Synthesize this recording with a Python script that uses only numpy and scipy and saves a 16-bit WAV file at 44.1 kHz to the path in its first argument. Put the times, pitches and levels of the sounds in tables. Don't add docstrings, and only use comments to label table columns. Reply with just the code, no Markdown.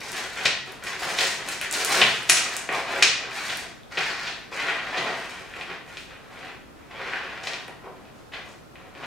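import sys
import numpy as np
from scipy import signal
from scipy.fft import rfft, irfft, next_fast_len
from scipy.io import wavfile

SR = 44100
rng = np.random.default_rng(int(sys.argv[2]) if len(sys.argv) > 2 else 0)


def file_out(sig):
    cols = np.atleast_2d(sig).T
    lim = np.clip(cols, -1, 1)
    pcm = np.round(lim * 32767).astype(np.int16)
    wavfile.write(sys.argv[1], SR, pcm)


N = 399525
TAPS = 4096
TIME = np.arange(N) / SR
HZ = np.fft.rfftfreq(TAPS, 1 / SR)

# frequency in Hz, width in Hz, lift in dB.
BODY_MODES = [(129, 6.7, 12.5), (171, 11, 7), (379.3, 15, 7.5), (447.3, 17, 7), (544.5, 17, 7.5),
              (665.3, 16, 9.5), (747, 38, 5.5), (1050, 72, 3), (1500, 130, 3), (1920, 210, 4.5),
              (2463, 150, 2.5), (2995, 46, 3), (3500, 120, 3.5), (3887, 120, 4), (4300, 150, 3),
              (5470, 92, 1), (5970, 120, -0.5)]


def amp(db):
    return 10 ** (np.asarray(db) / 20)


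def unit(x):
    return x / np.sqrt(np.mean(x ** 2) + 1e-20)


def curve(points, hz):
    f, value = np.transpose(points)
    return np.interp(np.log(hz + 1), np.log(f + 1), value)


def add(mix, start_s, sound):
    part = mix[max(round(start_s * SR), 0):][:len(sound)]
    part += sound[:len(part)]


def ring(colour_db):
    cepstrum = irfft(np.log(amp(np.maximum(colour_db, -100))))
    cepstrum[1:TAPS // 2] *= 2
    cepstrum[TAPS // 2 + 1:] = 0
    response = irfft(np.exp(rfft(cepstrum)))
    return response / np.linalg.norm(response)


def lift_db(modes):
    return sum(db / (1 + (2 * (HZ - hz) / width_hz) ** 2) for hz, width_hz, db in modes)


def stereo(spectra, correlation):
    mid = spectra[0] * np.sqrt((1 + correlation) / 2)
    side = spectra[1] * np.sqrt((1 - correlation) / 2)
    return np.array([mid + side, mid - side])


def pull(rise_s, fall_s, drop_db=18.5):
    t = np.arange(0, rise_s + 2 * fall_s, 1 / SR)
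    rising = np.sin(np.pi / 2 * np.minimum(t / rise_s, 1))
    slowing = np.maximum(t - rise_s, 0) / fall_s
    return rising * amp(-drop_db * slowing ** 1.58)


def contacts(per_s, spread_db, clump_db):
    hits = rng.random(N) < per_s / SR
    size_db = spread_db * np.minimum(rng.exponential(1, N), 3)
    clumps = unit(signal.oaconvolve(rng.standard_normal(N), np.hanning(500), "same"))
    signs = rng.choice([-1, 1], N)
    return unit(hits * signs * amp(size_db + clump_db * np.minimum(clumps, 2)))


def sliding_chain():
    # start, rise and fall in seconds, chatter level in dB,
    # then rumble, jingle and rasp in dB re chatter.
    pulls = [(0.0, 0.0044, 0.45, -38, -5.5, -3, -32), (.115, 0.026, .27, -33.5, -7.5, -2, -20),
             (.34, .08, 0.15, -30, -10, -9, -20), (0.651, 0.022, 0.14, -42, 0, -7, -36),
             (.805, 0.081, 0.12, -31, -8.5, -10, -11), (0.979, 0.071, 0.2, -30.5, -3.5, -3, -21),
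             (1.159, 0.028, 0.21, -29.5, -4.5, 0.5, -25), (1.37, 0.026, 0.096, -35.5, -5.5, -20, -27),
             (1.44, 0.046, 0.13, -34, -5.5, -1, -27), (1.609, 0.018, 0.059, -28.5, -10.5, -5, -16),
             (1.705, 0.03, 0.6, -28, -7.5, -3, -15), (1.86, .11, 0.15, -21.5, -4.5, -4, -21),
             (2.22, .25, 0.31, -35, -4.5, -5, -25), (2.68, 0.065, 0.14, -29.5, -2, -10.5, -25),
             (2.84, 0.1, 0.2, -27, -5, -11.5, -16), (3.15, 0.059, 0.2, -36, -4, -24, -17),
             (3.28, 0.1, 0.26, -32, -9, -6.5, -10), (3.45, 0.045, 0.1, -33, -15, -4, -10),
             (3.55, 0.028, .11, -39, -3, -2.5, -12), (3.895, .11, 0.4, -30.5, -10.5, -18, -6),
             (4.189, 0.072, 0.071, -30, -14, -24, -6.5), (4.51, .015, 0.15, -33.5, -6, -10, -12),
             (4.53, .15, 0.19, -27.5, -9, -20, -28), (4.78, 0.28, 0.19, -30.5, -2, -19, -13),
             (5.11, 0.07, 0.24, -38.5, -5.5, -8.5, -21), (5.28, 0.015, 0.42, -40, -8, -10, -29),
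             (5.545, 0.022, 0.11, -39, 0.5, -9, -21), (5.66, 0.048, 0.086, -37, -2, -29, -20),
             (5.85, 0.041, 0.11, -43, -6, -7.5, -24), (5.97, 0.031, 0.067, -50, -6, 2, -23),
             (6.07, 0.035, 0.11, -46, -2, -21, -25), (6.17, 0.3, 0.11, -43.5, -3.5, -16, -27),
             (6.74, .04, 0.2, -54, -3, -27, -20), (6.88, 0.17, 0.57, -34, -5, -34, -19),
             (7.389, 0.1, 0.21, -38.5, -5, -10.5, -22), (7.81, 0.05, 0.037, -52.5, 11.5, -27, -22),
             (7.92, 0.045, 0.4, -56.5, 0, -24, -22), (8.13, 0.032, 0.15, -71.5, 9, 9, -20),
             (8.315, 0.032, 0.07, -34.5, -8.5, -35, -19), (8.44, 0.03, 0.11, -58, 11.5, 5.5, -18),
             (8.75, 0.069, 0.15, -50.5, 0, -23, -20), (8.92, 0.18, 0.11, -39.5, 1, -23, -13)]
    # frequency in Hz, relative level in dB.
    chatter_colour = [(150, -25), (500, -16.5), (1000, -5.5), (1500, 1), (2000, 0.5), (2600, -1),
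                      (3500, -6), (5000, -16.5), (7000, -26.5), (10000, -37.5), (16000, -45)]
    rasp_colour = [(1500, -15), (3000, 0.5), (4400, 3.5), (5500, -5), (7500, -14), (11000, -27.5)]
    rumble_colour = [(50, -38.5), (120, -15), (220, -9), (380, -1.5), (700, -0.5), (1100, 1), (1800, -12.5),
                     (4000, -48.5)]
    jingle_colour = [(500, -31), (2000, 1), (4000, 6), (6000, 4.5), (8000, 0.5), (10000, -4.5),
                     (12000, -7.5), (16000, -16.5)]
    power = np.zeros((4, N))
    for start_s, rise_s, fall_s, db, *shares_db in pulls:
        stroke = amp(db) * pull(rise_s, fall_s)
        for layer, share_db in zip(power, [0, *shares_db]):
            add(layer, start_s, (amp(share_db) * stroke) ** 2)
    on_frame, on_bench, loose, taut = np.sqrt(power)
    frame_hits = contacts(per_s=2600, spread_db=3.5, clump_db=3.5)
    bench_hits = contacts(per_s=1400, spread_db=2.0, clump_db=2.0)
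    link_hits = contacts(per_s=5500, spread_db=-1.0, clump_db=5.0)
    body_db = lift_db(BODY_MODES)
    paths = [(frame_hits * on_frame, curve(chatter_colour, HZ) + body_db),
             (frame_hits * taut, curve(rasp_colour, HZ)),
             (bench_hits * on_bench, curve(rumble_colour, HZ) + body_db),
             (link_hits * loose, curve(jingle_colour, HZ))]
    return sum(signal.oaconvolve(drive, ring(colour_db))[:N] for drive, colour_db in paths)


def room_air(level_db=-47.5, low_cut_hz=33):
    # frequency in Hz, relative level in dB.
    air_colour = [(15, -35.5), (25, -1.5), (80, -3.5), (130, -3), (249, -2.5), (607, -7.5), (754, -8),
                  (818, -12.5), (1370, -11.5), (1940, -19), (7710, -30), (14400, -35.5), (16000, -42)]
    size = next_fast_len(N, True)
    hz = np.fft.rfftfreq(size, 1 / SR)
    noise = stereo(rfft(rng.standard_normal((2, size))), correlation=0.058)
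    low_cut = 1 / np.sqrt(1 + (low_cut_hz / (hz + 1)) ** 6)
    rush = irfft(noise * amp(curve(air_colour, hz)) * low_cut, size)[:, :N]
    return amp(level_db) * unit(rush)


def landing(length_s):
    progress = TIME[:TAPS // 2] / length_s
    impacts = rng.standard_normal(len(progress)) * amp(3 * rng.standard_normal(len(progress)))
    volley = impacts * (.4 + progress) * np.exp(-2 * progress ** 2)
    window = np.exp(-(progress / 1.3) ** 4)
    for _ in range(4):
        volley = irfft(np.exp(1j * np.angle(rfft(volley)))) * window
    return volley / np.linalg.norm(volley) * np.sqrt(.005 * SR)


def clinks(low_hz=1500, top_hz=13500):
    # start in seconds, level in dB, ring frequency in Hz, ring width in Hz.
    strikes = [(0.118, -34, 8000, 4000), (0.7214, -45, 11100, 4200), (0.838, -37, 7800, 4000),
               (1.4875, -29.5, 8450, 4000), (1.6132, -31.5, 10000, 4980), (1.7114, -26.5, 7600, 1494),
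               (1.7263, -24, 8030, 2480), (1.848, -20.5, 8060, 5970), (1.892, -32, 11000, 4020),
               (2.2304, -41, 8730, 4040), (2.3013, -14, 9900, 602), (2.5664, -25, 7580, 3000),
               (2.7255, -39, 7800, 2970), (3.5713, -34, 10350, 5000), (3.833, -48, 3540, 302),
               (5.307, -49, 7500, 3000), (7.6805, -49.5, 9500, 4000)]
    out = np.zeros(N)
    band_loss = (1 + (low_hz / (HZ + 1)) ** 2) * (1 + (HZ / top_hz) ** 10)
    for start_s, db, hz, width_hz in strikes:
        colour_db = -10 * np.log10((1 + (2 * (HZ - hz) / width_hz) ** 2) * band_loss)
        add(out, start_s, amp(db) * signal.fftconvolve(landing(length_s=.0018), ring(colour_db)))
    return out


def slaps(rolloff_db_per_oct=24, spot_width_oct=0.25):
    # start in seconds, level in dB, treble edge in Hz, landing time in seconds,
    # thud in dB re level, frequency favoured by the struck spot in Hz.
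    landings = [(0.4536, -9.5, 5840, 0.0093, -11.5, 2250), (1.0879, -29, 3500, 0.006, -15, 1900),
                (1.1853, -14, 5930, 0.0092, -21, 3370), (1.204, -14, 6340, 0.014, -19, 1900),
                (1.6128, -24, 3800, .003, -13, 1700), (2.0126, -6, 4400, 0.014, -10.5, 3200),
                (2.2915, -15, 9100, 0.011, -9, 1934), (2.2964, -5, 9200, .004, -22, 1960),
                (2.36, -13, 9300, 0.033, -24, 2420), (2.6893, -18, 2600, 0.0051, -5.5, 2050),
                (3.0238, -4.5, 6970, 0.0069, -35, 2480), (3.06, -15, 6540, 0.023, -33, 2450),
                (3.4929, -20.5, 4500, 0.017, -10, 1900), (3.972, -15.5, 3940, 0.016, -9.5, 2090),
                (4.268, -24, 5300, 0.029, -29, 4450), (4.5174, -39, 1500, 0.0038, 1.5, 450),
                (4.9426, -23.5, 2780, 0.0046, -26, 1930), (4.9704, -17.5, 4670, 0.018, -11, 1950),
                (5.5366, -31, 2760, 0.0037, -22, 2470), (5.6104, -27, 4100, .003, -20, 2450),
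                (5.9701, -29, 5100, 0.0049, -20, 2350), (6.476, -35.5, 3000, .025, -10, 1900),
                (7.1334, -20.5, 2430, 0.0049, -17, 1500), (7.4333, -30, 6700, 0.011, -9.5, 2400),
                (7.4702, -22, 5840, 0.0081, -9, 1900), (7.5334, -26.5, 5870, .004, -19, 2400),
                (7.6805, -36.5, 2760, 0.0045, 3.5, 1900), (7.868, -38, 750, 0.012, 4, 402),
                (8.052, -48.5, 4600, .006, -18, 2400), (8.335, -29, 4050, 0.017, -12, 1710),
                (8.7544, -39, 3500, .007, -6.5, 1880), (8.9513, -41.5, 4230, .003, -20, 2400),
                (9.035, -31, 3460, 0.013, -6, 1750)]
    # frequency in Hz, relative level in dB.
    slap_colour = [(100, -27), (400, -16), (900, -17.5), (1300, -5), (1900, -5.5), (2700, -1), (4000, -6),
                   (7000, -5), (10000, -6.5), (16000, -11.5)]
    thud_colour = [(50, -29.5), (90, -20), (125, -4.5), (190, -10.5), (270, -3.5), (400, 1.5), (700, 3.5),
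                   (1200, 0), (3000, -41)]
    # frequency in Hz, width in Hz, lift in dB.
    tube_modes = [(1888, 71, 3.5), (2483, 56, 3), (3644, 60, 2.5), (5600, 76, 3)]
    out = np.zeros(N)
    body_db, tubes_db = lift_db(BODY_MODES), lift_db(tube_modes)
    thud = ring(curve(thud_colour, HZ) + body_db)
    for start_s, db, edge_hz, length_s, thud_db, spot_hz in landings:
        dulling_db = rolloff_db_per_oct / 6 * np.log2(1 + (HZ / edge_hz) ** 6)
        crack_db = 4 / (1 + ((HZ / edge_hz - 0.72) / 0.23) ** 2)
        emphasis = 1 + 1.5 * np.exp(-(np.log2((HZ + 1) / spot_hz) / spot_width_oct) ** 2)
        clang = ring(curve(slap_colour, HZ) + emphasis * body_db + tubes_db + crack_db - dulling_db)
        add(out, start_s, amp(db) * signal.fftconvolve(landing(length_s), clang))
        add(out, start_s, amp(db + thud_db) * signal.fftconvolve(landing(length_s), thud))
    return out


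def reflections(build_s=0.0012):
    # frequency in Hz, time to decay 60 dB in seconds.
    decay_times = [(130, 1), (400, 0.42), (1200, 0.49), (2800, 0.59), (7000, 0.48), (14000, 0.2)]
    # frequency in Hz, left-right correlation from -1 to 1.
    correlations = [(60, 0.042), (250, 0.95), (500, 0.98), (1000, 0.89), (2000, 0.77), (4000, 0.44),
                    (9000, 0.38), (12000, -0.69), (16000, -0.32)]
    t = TIME[:SR * 3 // 4]
    per_s = 4000 + 80000 * t
    echoes = rng.standard_normal((2, len(t))) * (rng.random((2, len(t))) < per_s / SR)
    onset = 1 - np.exp(-t / build_s)
    hz, age_s, spectra = signal.stft(echoes / np.sqrt(per_s) * onset, SR, nperseg=256)
    t60_s = curve(decay_times, hz)[:, None]
    decay = amp(-60 * age_s / t60_s) / np.sqrt(t60_s)
    spectra = stereo(spectra, curve(correlations, hz)[:, None]) * decay
    tail = signal.istft(spectra, SR, nperseg=256)[1]
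    return tail / np.linalg.norm(tail, axis=1, keepdims=True)


def workshop(x, direct_db=-5.0, tail_db=-0.5, wander_hz=14):
    size = next_fast_len(N + SR, True)
    phase = np.pi * wander_hz * TIME
    shares = np.cos(phase), np.sin(phase)
    echoes = sum(rfft(x * share, size) * rfft(reflections(), size) for share in shares)
    return amp(direct_db) * x + amp(tail_db) * irfft(echoes, size)[:, :N]


def scene(pan_db=0.5, beam_db=-16):
    clinking = clinks()
    beamed = amp(beam_db) * clinking
    chain = workshop(sliding_chain() + slaps() + clinking) + beamed
    return chain * amp([[pan_db], [-pan_db]]) + room_air()


def record(dry):
    cutoff_hz = 15950
    lowpass = signal.firwin(511, cutoff_hz, window=("kaiser", 9), fs=SR)
    return signal.oaconvolve(np.clip(dry, -1, 1), lowpass[None], "same")


dry = scene()
out = record(dry)
file_out(out)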